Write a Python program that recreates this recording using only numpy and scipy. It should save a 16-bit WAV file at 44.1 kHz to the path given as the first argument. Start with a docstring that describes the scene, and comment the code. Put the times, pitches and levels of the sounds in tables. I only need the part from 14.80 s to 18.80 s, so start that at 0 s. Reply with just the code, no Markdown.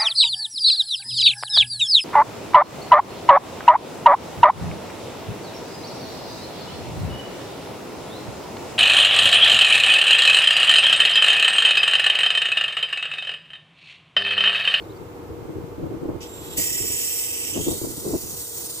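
"""Refrigerant gas escapes as a gauge valve is unscrewed from an outdoor air conditioner.
It spits, seeps with a thin whistle, then bursts out as a loud jet. The rushing gas makes the gap
ring, higher as the coupling turns, and the jet thins to a softer, higher hiss. All along, wind
buffets the left and right microphone openings (the ports) and the unit's fan drones.
A far bird chirps at the start."""
import sys
import numpy as np
from scipy import signal
from scipy.fft import rfft, irfft, next_fast_len
from scipy.io import wavfile
from scipy.ndimage import uniform_filter1d, map_coordinates

SR = 44100
rng = np.random.default_rng(int(sys.argv[2]) if len(sys.argv) > 2 else 0)


def wav_record(signal):
    """Record a signal, one row per channel, as 16-bit PCM in the file named by sys.argv[1]."""
    frames = np.transpose(np.atleast_2d(signal))
    bounded = np.clip(frames, -1, 1)
    # unit amplitude maps onto the largest positive 16-bit level
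    quanta = np.round(bounded * 32767).astype(np.int16)
    wavfile.write(sys.argv[1], SR, quanta)


N = 176400

# how loud each steady or swelling sound is (time [s], level [dB])
FAN_LEVEL = [(0, -39.5), (1.7, -40), (1.95, -44.5), (2.6, -44.5), (3.55, -44.5), (3.69, -47.5),
             (3.8, -43.5), (4, -46)]
BREEZE_LEVEL = [(0, -43.5), (.45, -42.5), (.75, -34.5), (.92, -39), (1.05, -32.5), (1.2, -36.5),
                (1.35, -34.5), (1.5, -47), (1.75, -38.5), (1.97, -43.5), (2.03, -31.5), (2.15, -43.5),
                (2.35, -53.5), (2.63, -50), (2.78, -32), (2.96, -38.5), (3.15, -38), (3.35, -38.5),
                (3.55, -43), (3.68, -53), (3.85, -50), (4, -57)]
SEEP_LEVEL = [(1.39, -85), (1.42, -50), (1.47, -49.5), (1.6, -46), (1.75, -41), (1.78, -42), (1.8, -85)]
SPIT_LEVEL = [(1.395, -83), (1.408, -43.5), (1.44, -43), (1.47, -52), (1.5, -70)]
WHISTLE_LEVEL = [(1.44, -87), (1.475, -50), (1.54, -45), (1.58, -48.5), (1.68, -47), (1.75, -45),
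                 (1.78, -85)]
JET_LEVEL = [(1.755, -85), (1.767, -39), (1.776, -21), (1.83, -23.5), (1.9, -26.5), (2.15, -26.8),
             (2.27, -25.5), (2.45, -27), (2.5, -29), (2.7, -30.5), (2.78, -35), (2.92, -35), (3.0, -44),
             (3.1, -85)]
HISS_LEVEL = [(2.55, -87), (2.7, -57), (2.8, -35.5), (2.92, -33.5), (3.05, -34.5), (3.3, -35), (3.45, -35),
              (3.63, -33.5), (3.68, -36.5), (3.75, -34), (4, -35)]
SWELL_LEVEL = [(3.68, -80), (3.76, -46), (4, -42)]
# each noise's colour, its mix of low and high sound (frequency [Hz], relative level [dB])
FAN_COLOUR = [(20, -26), (40, -9), (60, -3), (105, 1), (170, -7), (230, -10.5), (320, 1.5), (450, -1),
              (600, -8), (900, -9), (1300, -14), (1800, -22.5), (2500, -24), (3500, -28.5), (5000, -31.5),
              (8300, -32.5), (9500, -40), (11000, -33.5), (13000, -34), (15300, -31.5)]
BREEZE_COLOUR = [(20, -25), (40, -7.5), (75, 0.5), (130, 0.5), (220, -5.5), (320, 0.5), (420, -1.5),
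                 (550, -14.5), (750, -22.5), (1100, -30), (2000, -44), (4000, -46), (9000, -75)]
GUST_COLOUR = [(20, -30), (40, -29), (75, -12), (130, -5), (220, -8.5), (320, 2.5), (420, -2), (550, -9.5),
               (750, -16.5), (1100, -25.5), (2000, -45.5), (4000, -85)]
PUFF_COLOUR = [(20, -30), (45, -8), (80, 1), (130, -4), (220, -16), (500, -40), (2000, -70)]
SEEP_COLOUR = [(1000, -12), (2400, -7.5), (3700, 0.5), (5000, -7.5), (5700, -7.5), (6900, -4.5),
               (8300, 1.5), (9400, -15), (11800, -5), (13000, -1), (15400, -13)]
SPIT_COLOUR = [(1500, -35), (2400, -2), (4500, -9), (5200, 0), (7000, -6), (8400, -4), (9500, -17),
               (15000, -27)]
JET_COLOUR = [(900, -55), (1650, -28), (1950, -19), (2600, -16), (3700, -19), (4400, -17), (4750, -21),
              (5200, -9.5), (6400, -11.5), (7000, -6.5), (7600, -5), (8000, -.5), (8250, 0), (8550, -10),
              (9100, -10), (9500, -15), (12300, -13), (14200, -10), (15400, -13)]
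HISS_COLOUR = [(1000, -12.5), (2000, -15), (2700, -15), (3300, -11), (4500, -5), (5100, -6.5), (5600, -2),
               (6600, 0), (7400, 0.5), (7800, -1), (8400, 6.5), (8900, -2), (9500, -6.5), (10000, -4.5),
               (11500, -4.5), (13000, -3.5), (14500, -0.5), (15400, -3)]
# how each sound reaches the two ports
# (frequency [Hz], likeness of the sides [0-1], left's phase lead [rad], left minus right [dB])
FAN_PORTS = [(60, 0.75, 0.48, 2.5), (444, 0.91, -0.71, -0.2), (1050, 0.07, -1.13, 0.2),
             (2000, 0.028, -1.1, -0.2), (12000, 0.056, 0.55, -5.5)]
WIND_PORTS = [(40, .05, 0.0097, -1.5), (150, 0.47, 0, 5), (350, 0.25, 0, 0), (1000, 0.033, 0, -3.5)]
JET_PORTS = [(1510, 0.2, 0.64, 2), (1830, 0.7, 0.78, 2), (2420, 1, 2.86, -1.5), (3040, 0.35, 2.3, 1.5),
             (3580, 0.96, 2.9, 4), (3580, 0, 1.7, -12), (4030, 1, 3.4, -3.5), (5010, 1, 6.5, 1.5),
             (4880, 0.5, 3.1, -1.5), (5580, 1, 3.74, -6), (6120, 0.9, 5.9, -9), (6700, 1, 6.3, -2),
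             (7350, 0.97, 8.8, -5.5), (7920, 0.72, 8.6, -0.5), (8600, 0.98, 10.4, -3), (9440, 1, 9.2, -1),
             (9500, 0.4, 8.7, -11), (10700, 0.1, 9.9, 7), (12000, 0.05, 9.3, 1), (12900, .55, 13.9, -3),
             (15500, 0.2, 13.4, 2)]
HISS_PORTS = [(1500, 1, 1.6, 2), (2560, 0.91, 2.3, -2), (3690, 0.87, 3, 0.5), (3560, 0.29, 7, 8),
              (4500, 1, 3.86, -3), (5540, 0.59, 5.56, -0.5), (6440, 0.52, 6, -7), (7340, 0.5, 8.4, -1.5),
              (8420, 0.29, 9.3, -3.5), (8700, 0.31, 11, 2), (10400, 0.82, 12.2, 2), (11650, .5, 15, 1.5),
              (13400, 0.42, 12.7, -1), (14400, 0.46, 13.7, -2), (15400, 0.51, 14.5, 2)]
# the fan's humming tones (pitch [Hz], level against the rushing air [dB])
HUM_TONES = [(104, -23), (315, -15.5), (473, -6.5), (886, -20), (2120, -30.5)]
# the bird's calls (time [s], length [s], start pitch [Hz], end pitch [Hz], level [dB])
CHIRPS = [(0.016, .018, 4200, 4600, -56), (0.037, .02, 4300, 3350, -58), (0.086, 0.041, 3360, 4470, -53.5),
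          (0.116, 0.016, 4280, 3040, -54.5), (.157, .026, 5030, 4100, -56)]
# short gusts of wind (time [s], peak level [dB], half length [s])
GUSTS = [(0.522, -38, 0.022), (1.002, -33.5, 0.013), (1.066, -26.5, 0.0073), (1.135, -30, 0.02),
         (1.258, -26.5, 0.01), (1.296, -24.5, 0.0095), (1.32, -29, 0.0081), (1.796, -30, 0.01),
         (2.007, -35, 0.0045), (2.778, -25, 0.021), (2.885, -22, 0.0056), (2.913, -27.5, 0.027),
         (3.046, -25, .008), (3.269, -26, 0.015), (3.303, -27, 0.012), (3.347, -24, 0.016)]
# deep puffs of air right into the ports (time [s], level [dB])
PUFFS = [(.5, -35), (1.69, -40), (1.772, -31), (2.006, -34), (2.785, -30), (2.905, -29), (3.34, -33)]
# single swirls of air that slap the ports (time [s], level [dB])
SLAPS = [(.702, -21), (.783, -22), (0.979, -22), (1.036, -20), (1.230, -17), (1.254, -16.5), (1.289, -18),
         (1.783, -23), (2.805, -20.5), (2.865, -19), (2.870, -11), (2.882, -11.5), (3.015, -16.5),
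         (3.040, -19.5), (3.07, -20.5), (3.263, -19), (3.337, -16.5), (3.35, -16)]
# the hollow tones of a slapped port (pitch [Hz], relative level [dB], time to fade by 60 dB [s])
PORT_TONES = [(120, -7, 0.036), (329, 1.5, 0.04), (436, 0, 0.021), (686, -13.5, 0.021)]
# the ring of the gap in the coupling and the sizzle at its lip (time [s], pitch [Hz], level [dB])
GAP_RING = [(1.765, 2300, -85), (1.778, 2300, -38), (1.9, 2560, -41), (2.45, 2650, -40), (2.7, 2720, -38.5),
            (2.8, 3050, -38), (2.88, 3500, -36.5), (2.96, 4060, -38.5), (3.05, 4350, -45), (3.3, 4450, -48),
            (3.68, 4350, -47), (4, 4150, -41.5)]
SIZZLE = [(1.9, 13700, -80), (2.23, 13900, -45), (2.42, 14300, -46), (2.55, 13900, -46), (3.2, 14400, -54),
          (3.45, 14550, -44), (3.66, 14550, -44), (3.75, 15280, -47), (4, 15200, -60)]
# the bands in which the gap rings (multiple of the pitch [ratio], width [Hz], relative level [dB])
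GAP_BANDS = [(1, 900, -1.5), (2.13, 1050, 1.5)]
# narrow bands in which the brass fittings ring (frequency [Hz], width [Hz], boost [dB])
FITTINGS = [(2070, 90, 4), (2400, 130, 3.5), (2730, 150, 4), (3030, 140, 5), (3330, 90, 3.5),
            (3720, 140, 2.5), (5400, 250, 3), (5860, 110, 3), (7370, 130, 5), (7930, 110, 4),
            (9500, 200, 3), (11450, 130, 4), (12970, 220, 4.5), (15260, 280, 4.5)]

# A RATE counts random values per second.
HUM_DRIFT, HUM_WAVER_DB = 0.0069, 1.5  # wander in pitch (as a share of it) and in level
BREEZE_SWIRL_DB, GUST_SWIRL_DB, SWIRL_RATE = 5, 1, 75  # lumps in the wind
PUFF_ATTACK_S, PUFF_DECAY_S = 0.0013, 0.031
SLAP_ATTACK_S, SLAP_SCATTER = 0.0011, 0.057  # rise time; share by which the pitch varies
WHISTLE_HZ, WHISTLE_WIDTH_HZ = 7430, 64
SPUTTER_DB, SPUTTER_RATE, SURGE_DB, SURGE_RATE = 0.5, 92, 0.84, 84  # unsteady gas flow
PATCH_DB, PATCH_WIDTH_HZ, PATCH_S = 1.9, 260, .16  # shifting patches in the jet and hiss
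SIZZLE_WIDTH_HZ = 600
SWELL_HZ, SWELL_WIDTH_HZ = 8900, 960
ECHO_DB, ECHO_FIRST_S, ECHO_FADE_S = -6, 0.00073, 0.05  # the fade is the time to drop 60 dB
TOP_HZ = 15530


def amp(db):
    """Turn decibels into a gain, a number to multiply by."""
    return 10 ** (np.asarray(db) / 20)


def unit(x):
    """Scale a signal to an average strength (rms) of 1."""
    return x / np.sqrt(np.mean(x ** 2) + 1e-20)


def at_frequencies(rows, hz):
    """Read each column of a frequency table at hz, on a log scale."""
    row_hz, *columns = np.transpose(rows)
    return [np.interp(np.log(hz + 1), np.log(row_hz + 1), column) for column in columns]


def at_times(rows, t):
    """Read each column of a time table at the times t."""
    row_s, *columns = np.transpose(rows)
    return [np.interp(t, row_s, column) for column in columns]


def level(rows):
    """A gain for every sample, from (time [s], level [dB]) rows."""
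    return amp(at_times(rows, np.arange(N) / SR)[0])


def wobble(rate):
    """A smooth curve through `rate` random values a second."""
    points = rng.standard_normal(int(N * rate / SR) + 4)
    return map_coordinates(points, [np.arange(N) * rate / SR])


def filtered(x, response):
    """Multiply each frequency in x by response(hz)."""
    size = next_fast_len(N + SR // 4)
    hz = np.fft.rfftfreq(size, 1 / SR)
    return irfft(rfft(x, size) * response(hz), size)[..., :N]


def noise(colour):
    """Two unrelated noises of one colour."""
    return filtered(rng.standard_normal((2, N)), lambda hz: amp(at_frequencies(colour, hz)[0]))


def bump(hz, centre_hz, width_hz):
    """A gain of 1 at the centre that falls away on both sides."""
    return 1 / (1 + ((hz - centre_hz) / (width_hz / 2)) ** 2)


def band_noise(centre_hz, width_hz):
    """Two unrelated noises gathered around one pitch."""
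    return filtered(rng.standard_normal((2, N)), lambda hz: bump(hz, centre_hz, width_hz))


def at_ports(pair, ports):
    """Blend two unrelated signals into left and right, with an overall strength of 1."""
    def response(hz):
        likeness, lead, balance_db = at_frequencies(ports, hz)
        angle = np.arccos(np.clip(likeness, 0, 1)) / 2
        shared, opposed = np.cos(angle), np.sin(angle)
        tilt = amp(balance_db / 2) * np.exp(.5j * lead)
        paths = np.array([[shared * tilt, opposed * tilt], [shared / tilt, -opposed / tilt]])
        return paths / np.sqrt(amp(balance_db) + amp(-balance_db))
    return unit(filtered(pair, response).sum(axis=1))


def fan():
    """The fan pushes out rushing air and hums with a few unsteady tones."""
    hum = np.zeros(N)
    for hz, db in HUM_TONES:
        gain = amp(db + HUM_WAVER_DB * wobble(rate=8.18))
        pitch_hz = hz * (1 + HUM_DRIFT * wobble(rate=25.02))
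        hum += gain * np.sqrt(2) * np.sin(2 * np.pi * np.cumsum(pitch_hz) / SR)
    rush = at_ports(noise(FAN_COLOUR), FAN_PORTS)
    return level(FAN_LEVEL) * (rush + hum)


def buffet(colour, swirl_db):
    """Wind noise made lumpy by each port's own swirls of air."""
    swirls = unit(amp(swirl_db * np.array([wobble(SWIRL_RATE), wobble(SWIRL_RATE)])))
    return swirls * at_ports(noise(colour), WIND_PORTS)


def wind():
    """A low breeze blows over the ports, with short, hollow gusts on top."""
    t = np.arange(N) / SR
    breeze = level(BREEZE_LEVEL) * buffet(BREEZE_COLOUR, BREEZE_SWIRL_DB)
    gust_power = sum(amp(db) ** 2 * np.exp(-((t - peak_s) / half_s) ** 2) for peak_s, db, half_s in GUSTS)
    return breeze + np.sqrt(gust_power) * buffet(GUST_COLOUR, GUST_SWIRL_DB)


def bird():
    """A far bird sings faint tones that slide quickly up or down."""
    t, song = np.arange(N) / SR, np.zeros(N)
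    for start_s, length_s, start_hz, end_hz, db in CHIRPS:
        progress = np.clip((t - start_s) / length_s, 0, 1)
        pitch_hz = start_hz + (end_hz - start_hz) * progress
        song += amp(db) * np.sin(np.pi * progress) * np.sin(2 * np.pi * np.cumsum(pitch_hz) / SR)
    return song


def puffs():
    """Air blows right into the ports; each deep puff rises quickly and dies away."""
    t, push = np.arange(N) / SR, np.zeros(N)
    for start_s, db in PUFFS:
        age = np.maximum(t - start_s, 0)
        push += amp(db) * (1 - np.exp(-age / PUFF_ATTACK_S)) * np.exp(-age / PUFF_DECAY_S)
    return push * at_ports(noise(PUFF_COLOUR), WIND_PORTS)


def slaps():
    """A swirl of air slaps both ports, and each rings briefly at slightly different pitches."""
    out, t = np.zeros((2, N)), np.arange(SR // 12) / SR
    hz, tone_db, fade_s = np.transpose(PORT_TONES)[..., None]
    rise = (1 - np.exp(-t / SLAP_ATTACK_S)) ** 2
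    for start_s, db in SLAPS:
        pitch_hz = hz * (1 + SLAP_SCATTER * rng.standard_normal((2, len(hz), 1)))
        phase = rng.uniform(0, 2 * np.pi, (2, 1, 1))
        tones = amp(tone_db - 60 * t / fade_s) * np.sin(2 * np.pi * pitch_hz * t + phase)
        start = round(start_s * SR)
        out[:, start:start + len(t)] += amp(db) * rise * tones.sum(axis=1)
    return out


def leak():
    """The seal breaks with a spit, then gas seeps and whistles through the screw thread."""
    whistle = level(WHISTLE_LEVEL) * at_ports(band_noise(WHISTLE_HZ, WHISTLE_WIDTH_HZ), JET_PORTS)
    spit = level(SPIT_LEVEL) * at_ports(noise(SPIT_COLOUR), JET_PORTS)
    seep = level(SEEP_LEVEL) * at_ports(noise(SEEP_COLOUR), HISS_PORTS)
    return spit + seep + whistle


def shifting(pair):
    """Make narrow bands of a noise swell and fade at random."""
    hz, t, spectrum = signal.stft(pair, SR, nperseg=1024)
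    patches = rng.standard_normal(spectrum.shape)
    for _ in range(2):  # blur across frequency and time
        patches = uniform_filter1d(patches, round(PATCH_WIDTH_HZ / hz[1]), axis=1)
        patches = uniform_filter1d(patches, round(PATCH_S / t[1]), axis=2)
    return signal.istft(spectrum * amp(PATCH_DB * unit(patches)), SR, nperseg=1024)[1][:, :N]


def jet():
    """The gas bursts out at full force."""
    return level(JET_LEVEL) * at_ports(shifting(noise(JET_COLOUR)), JET_PORTS)


def gliding(rows, bands, ports):
    """Bands of noise that follow (time [s], pitch [Hz], level [dB]) rows."""
    hz, t, spectrum = signal.stft(rng.standard_normal((2, N)), SR, nperseg=512)
    pitch_hz = at_times(rows, t)[0]
    gain = sum(amp(db) * bump(hz[:, None], ratio * pitch_hz, width) for ratio, width, db in bands)
    ring = signal.istft(spectrum * gain, SR, nperseg=512)[1][:, :N]
    level_db = at_times(rows, np.arange(N) / SR)[1]
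    return amp(level_db) * at_ports(ring, ports)


def gap_ring():
    """Churning gas rings the gap and sizzles at its lip; both climb as the coupling turns."""
    ring = gliding(GAP_RING, GAP_BANDS, JET_PORTS)
    sizzle = gliding(SIZZLE, [(1, SIZZLE_WIDTH_HZ, 0)], HISS_PORTS)
    return ring + sizzle


def thin_hiss():
    """The jet thins to a softer hiss, and one high band swells near the end."""
    hiss = level(HISS_LEVEL) * at_ports(shifting(noise(HISS_COLOUR)), HISS_PORTS)
    swell = level(SWELL_LEVEL) * unit(band_noise(SWELL_HZ, SWELL_WIDTH_HZ))
    return hiss + swell


def gas():
    """All the escaping gas together; the whole flow sputters slightly."""
    flow = jet() + thin_hiss()
    flutter = amp(SPUTTER_DB * wobble(SPUTTER_RATE) + SURGE_DB * wobble(SURGE_RATE))
    return flutter * (leak() + flow + gap_ring())


def fittings(x):
    """The brass fittings ring along with the gas and boost narrow bands of its sound."""
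    return filtered(x, lambda hz: amp(sum(db * bump(hz, centre, width) for centre, width, db in FITTINGS)))


def echoes(x):
    """Sound bounces between cabinet, wall and tiles, adding quick echoes at each port."""
    t = np.arange(SR // 30) / SR
    bounces = rng.standard_normal((2, len(t))) * amp(-60 * t / ECHO_FADE_S) * (t > ECHO_FIRST_S)
    bounces /= np.linalg.norm(bounces, axis=1, keepdims=True)
    return x + amp(ECHO_DB) * signal.fftconvolve(x, bounces, axes=1)[:, :N]


def scene():
    """Gas close by, wind on the ports, fan and bird behind."""
    return echoes(fittings(gas())) + wind() + slaps() + puffs() + fan() + bird()


def record(dry):
    """Cut away all sound above TOP_HZ."""
    return filtered(dry, lambda hz: hz < TOP_HZ)


dry = scene()
out = record(dry)
wav_record(out)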